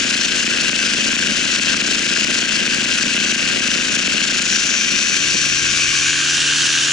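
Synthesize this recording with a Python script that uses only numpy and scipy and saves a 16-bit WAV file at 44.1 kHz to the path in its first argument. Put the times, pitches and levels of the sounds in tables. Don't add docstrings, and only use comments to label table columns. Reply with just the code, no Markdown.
import sys
import numpy as np
from scipy import signal
from scipy.fft import rfft, irfft
from scipy.io import wavfile
from scipy.ndimage import uniform_filter1d

SR = 44100
rng = np.random.default_rng(int(sys.argv[2]) if len(sys.argv) > 2 else 0)


def store_pcm(level_fs):
    pcm = np.round(np.clip(level_fs, -1, 1) * 32767).astype(np.int16)
    wavfile.write(sys.argv[1], SR, np.atleast_2d(pcm).T)


N = 305172
TIME, BINS = np.arange(N) / SR, np.fft.rfftfreq(N, 1 / SR)

# f/Hz, likeness/0-1, left minus right from the side/dB,
# left minus right from the front/dB, left's lead from the side/radians
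PORTS = [(300, 0, 4, -12, 0.84), (704, 0, 12, 6, 1.3), (1010, 0.2, -5.5, -2, 2.5),
         (1215, 0.68, -6.5, -16, 1.1), (1585, 1, 5.5, 7.5, 0.5), (1900, 0.8, 3, 0, 0.47),
         (2305, 0.7, 1, 1, 2), (2780, 0.33, 7, -3, 1.33), (3380, 0.83, 6.5, 2.5, 0.95),
         (4160, 0.97, 5.5, 3, 0.3), (6550, 0.62, 7, 1.5, 0.93), (6350, 0.53, 9.5, 1, 1),
         (7200, 0.83, 6, 0.5, 0.26), (10500, 1, 7, 0.5, 1.2)]


def amp(db):
    return 10 ** (np.asarray(db) / 20)


def unit(x):
    return x / np.sqrt(np.mean(x ** 2) + 1e-20)


def across(rows, column=1):
    rows = np.asarray(rows)
    return np.interp(np.log(BINS + 1), np.log(rows[:, 0] + 1), rows[:, column])


def drift(cutoff_hz):
    smooth = np.exp(-(BINS / cutoff_hz) ** 2)
    return unit(irfft(rfft(rng.standard_normal(N)) * smooth, N))


def ease(start_s, length_s):
    progress = np.clip((TIME - start_s) / length_s, 0, 1)
    return 0.5 - 0.5 * np.cos(np.pi * progress)


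def bell(x, centre, width):
    return np.exp(-((x - centre) / width) ** 2)


def facing(levels_db, swing):
    return amp(np.interp(swing, np.arange(len(levels_db)), levels_db))


def tone(turns):
    return np.sqrt(2) * np.cos(2 * np.pi * (turns + rng.random()))


def ring(x, hz, width_hz):
    pole = np.exp((2j * np.pi * hz - np.pi * abs(width_hz)) / SR)
    return signal.lfilter([1], [1, -pole], x).imag


def decay(x, time_s):
    return signal.lfilter([1], [1, -np.exp(-1 / (time_s * SR))], x)


def beats(turns, jitter_s, spread_db):
    at = np.flatnonzero(np.diff(np.floor(turns)) > 0)
    late, size = rng.standard_normal((len(at), 2)).T
    clicks = np.zeros(N)
    places = np.clip(at + (late * jitter_s * SR).astype(int), 0, N - 1)
    clicks[places] = amp(spread_db * size)
    return clicks


def air(spectrum, column=1):
    first, second = rfft(rng.standard_normal((2, N)))
    same = np.clip(across(PORTS), 0, 1)
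    pair = np.array([first, same * first + np.sqrt(1 - same ** 2) * second])
    return unit(irfft(pair * amp(across(spectrum, column)), N))


def band(hz, width_hz):
    shared, own = rng.standard_normal(N), rng.standard_normal((2, N))
    return unit(irfft(rfft(shared + 0.75 * own) * bell(BINS, hz, width_hz), N))


def blades(prop, swing):
    # f/Hz, width/Hz, relative level/dB
    case_rings = [(1602, 216, 1.5), (2683, 570, -4), (3100, 1050, -2.5)]
    slap_levels = (-29.5, -29, -26)
    slaps = beats(prop * 3 + 0.4, jitter_s=0.00009, spread_db=1.6)
    scatter = decay(slaps, time_s=0.0022) * rng.standard_normal(N)
    drive = slaps + 0.07 * scatter
    rings = sum(amp(db) * unit(ring(ring(drive, hz, width), hz, width))
                for hz, width, db in case_rings)
    no_bass = signal.butter(3, 1200, "high", fs=SR, output="sos")
    return facing(slap_levels, swing) * unit(signal.sosfilt(no_bass, rings))


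def rush(prop, crank, swing, front):
    # f/Hz, relative level from the side/dB per Hz, from the front/dB per Hz
    air_colour = [(500, -21, -15.5), (856, -21, -19), (986, -14, -14.5), (1303, -12.5, -15),
                  (1440, -2, -1.5), (1780, -5, -3), (2120, -5, -9), (2610, 2.5, -0.5), (2820, 2, 5.5),
                  (3520, -5.5, -3.5), (5230, -5, -3), (7140, -8, -4), (9060, -21.5, -16),
                  (11900, -31.5, -28)]
    roar_levels = (-23.5, -24, -21)
    hiss_levels = (-25, -23.5, -22)
    # position, spread/positions, f/Hz, width/Hz, peak level/dB rms
    swelling_bands = [(1, .35, 5900, 600, -32), (1.35, 0.49, 2410, 260, -23), (1.35, .45, 1140, 110, -40)]
    noise = np.sqrt(1 - front) * air(air_colour) + np.sqrt(front) * air(air_colour, column=2)
    low = irfft(rfft(noise) / (1 + (BINS / 3500) ** 8), N)
    high = noise - low
    blade_pass = np.exp(-((3 * prop + 0.4) % 1) / 0.12)
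    firing = np.exp(-(2 * crank % 1) / 0.2)
    roar = unit(low * (1 + 0.5 * blade_pass) * amp(0.5 * drift(cutoff_hz=150)))
    waver = amp(1.12 * drift(cutoff_hz=51) + 0.63 * drift(cutoff_hz=30))
    hiss = unit(high * (1 + 0.35 * firing + 0.5 * blade_pass) * waver)
    swell = sum(amp(db) * bell(swing, position, spread) * band(hz, width)
                for position, spread, hz, width, db in swelling_bands)
    return facing(roar_levels, swing) * roar + swell + facing(hiss_levels, swing) * hiss


def blade_hum(prop):
    # multiple of the blade rate, level/dB rms before the dips
    hum_tones = [(1, -58), (3, -46.5), (4, -51)]
    return sum(amp(db) * tone(3 * order * prop) for order, db in hum_tones)


def drone(crank, settled):
    # multiple of crank speed, level with loose mount/dB rms, with settled mount/dB rms (before dips)
    exhaust_tones = [(1, -54, -55.5), (2, -59, -40.5), (3, -43, -57), (4, -43.5, -40.5), (5, -46.5, -43),
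                     (7, -57, -57.5)]
    total = np.zeros(N)
    for order, loose_db, firm_db in exhaust_tones:
        size = (1 - settled) * amp(loose_db) + settled * amp(firm_db)
        total += size * tone(order * crank)
    return total


def whine(crank, swing):
    # multiple of crank speed, level from the side/dB, from the front/dB (before gain and flutter)
    whine_tones = [(22, -42, -41), (37, -42, -41), (44, -47, -37), (50, -48, -38), (60, -40.5, -37.5),
                   (70, -42, -44), (76, -46, -40), (78, -48, -38), (80, -49, -38), (82, -42, -39),
                   (84, -40, -30), (88, -49, -41), (90, -46, -37), (94, -42, -36), (96, -51, -37),
                   (98, -53, -37)]
    gain_db, flutter_db, flutter_hz = 1.37, 3, 4.7
    boost_db, boost_hz, boost_width_hz = 8, 5450, 620
    shaken = crank + 0.0008 * drift(cutoff_hz=25)
    tilted = bell(swing, 0.88, 0.34)
    mean_turns_per_s = crank[-1] / TIME[-1]
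    total = np.zeros(N)
    for order, side_db, front_db in whine_tones:
        favoured = bell(order * mean_turns_per_s, boost_hz, boost_width_hz)
        db = side_db + (front_db - side_db) * swing / 2
        db = db + boost_db * favoured * tilted + flutter_db * drift(flutter_hz)
        total += amp(db + gain_db) * tone(order * shaken)
    return total


def clatter(crank, swing):
    t = TIME[:600]
    metal = rng.standard_normal((2, len(t))) * np.exp(-t / 0.02)
    metal[1] = 2.4 * metal[0] + 0.19 * metal[1]
    strikes = beats(crank, jitter_s=0.00001, spread_db=5.0)
    sound = signal.fftconvolve(strikes[None], metal, axes=1)[:, :N]
    metal_band = signal.butter(2, [2300, 7000], "band", fs=SR, output="sos")
    return amp(-34.5 + 3.3 * swing) * unit(signal.sosfilt(metal_band, sound))


def ports(pair, front):
    side = np.array([[0.5], [-0.5]])
    spectrum = rfft(pair)
    lead = np.exp(1j * side * across(PORTS, column=4))
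    aside = irfft(spectrum * amp(side * across(PORTS, column=2)) * lead, N)
    ahead = irfft(spectrum * amp(side * across(PORTS, column=3)), N)
    return (1 - front) * aside + front * ahead


def mount_strikes(prop, swing, settled, settle_s):
    loose_db, settled_db, fade_db_per_s, tilt_damping_db = 1.94, -8, 3, -5
    faint_db = settled_db - fade_db_per_s * (TIME - settle_s)
    strength_db = (1 - settled) * loose_db + settled * faint_db
    strength_db = strength_db + tilt_damping_db * np.minimum(swing, 1) ** 4
    return beats(prop - 0.27, jitter_s=0.0022, spread_db=1.3) * amp(strength_db)


def mount_knocks(strikes):
    # f/Hz, width/Hz, left level/dB, right level/dB, delay/s
    thump_rings = [(230, 38.3, -25.5, -20.5, 0.0028), (302, 100, -27, -31, 0.0034),
                   (612, 240, -37, -22.5, 0.0012), (1574, 86, -34, -29, 0.00177)]
    t = TIME[:200]
    burst = t / 0.00033 * np.exp(1 - t / 0.00033) * np.sin(2 * np.pi * 2550 * t)
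    clack = signal.oaconvolve(strikes, burst)[:N]
    late_clack = np.interp(TIME - 0.0005, TIME, clack)
    clacks = np.array([0.42 * clack, 0.18 * late_clack])
    thump = np.zeros((2, N))
    for hz, width, left, right, delay in thump_rings:
        late_strikes = np.interp(TIME - delay, TIME, strikes)
        thump += amp([[left], [right]]) * ring(late_strikes, hz, width)
    low_cut = signal.butter(2, 165, "high", fs=SR, output="sos")
    return clacks + signal.sosfilt(low_cut, thump)


def din_dips(strikes):
    dip = decay(strikes * amp(2 * drift(cutoff_hz=26)), time_s=0.017)
    dip = uniform_filter1d(np.interp(TIME + 0.0027, TIME, dip), size=30)
    return amp(-6 * (dip - uniform_filter1d(dip, size=12000)))


def wind(swing):
    # f/Hz, relative level/dB per Hz
    wind_colour = [(25, -25), (50, -18), (100, -10), (160, -2.5), (205, 5.5), (260, -0.5), (340, -3),
                   (450, -4.5), (620, -6), (800, -18), (1200, -26), (3000, -54)]
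    wind_levels = (-34, -36.5, -44.5)
    steady = air(wind_colour) * facing(wind_levels, swing) * amp(3.5 * drift(cutoff_hz=54))
    gust = amp(-41.5) * bell(TIME, centre=5.76, width=0.54) * band(hz=85, width_hz=62)
    return steady + gust


def shake(prop):
    size = amp(-51 - 0.5 * drift(cutoff_hz=9)) * (1 - ease(start_s=5.9, length_s=0.5))
    return np.sqrt(2) * size * (np.sin(2 * np.pi * prop) + 0.16 * np.sin(4 * np.pi * prop))


def scene():
    # t/s, crank speed/turns per minute
    engine_speed = [(0.0, 4293), (0.7, 4275), (1.7, 4284), (2.1, 4318), (2.85, 4324), (3.5, 4312),
                    (4.2, 4335), (5.15, 4349), (5.9, 4335), (6.55, 4316), (6.92, 4311)]
    # start/s, length/s
    pole_moves = [(3.85, 1.02), (5.438, 1.16)]
    gear = 2.58
    settle_s = 5.05
    times, speeds = np.asarray(engine_speed).T
    crank = np.cumsum(np.interp(TIME, times, speeds)) / 60 / SR
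    prop = crank / gear
    swing = sum(ease(*move) for move in pole_moves)
    front = np.clip(swing - 1, 0, 1)
    settled = ease(settle_s, length_s=0.3)

    din = blades(prop, swing) + rush(prop, crank, swing, front)
    din = din + whine(crank, swing) + clatter(crank, np.minimum(swing, 1))
    around = ports(din, front) + blade_hum(prop) + drone(crank, settled) + wind(swing)
    strikes = mount_strikes(prop, swing, settled, settle_s)
    return around * din_dips(strikes) + mount_knocks(strikes) + shake(prop)


def record(dry):
    rounded = dry / (1 + (dry / 0.92) ** 8) ** (1 / 8)
    treble_cut = signal.firwin(511, 11150, window=("kaiser", 9), fs=SR)
    return signal.oaconvolve(rounded, treble_cut[None], "same")


dry = scene()
out = record(dry)
store_pcm(out)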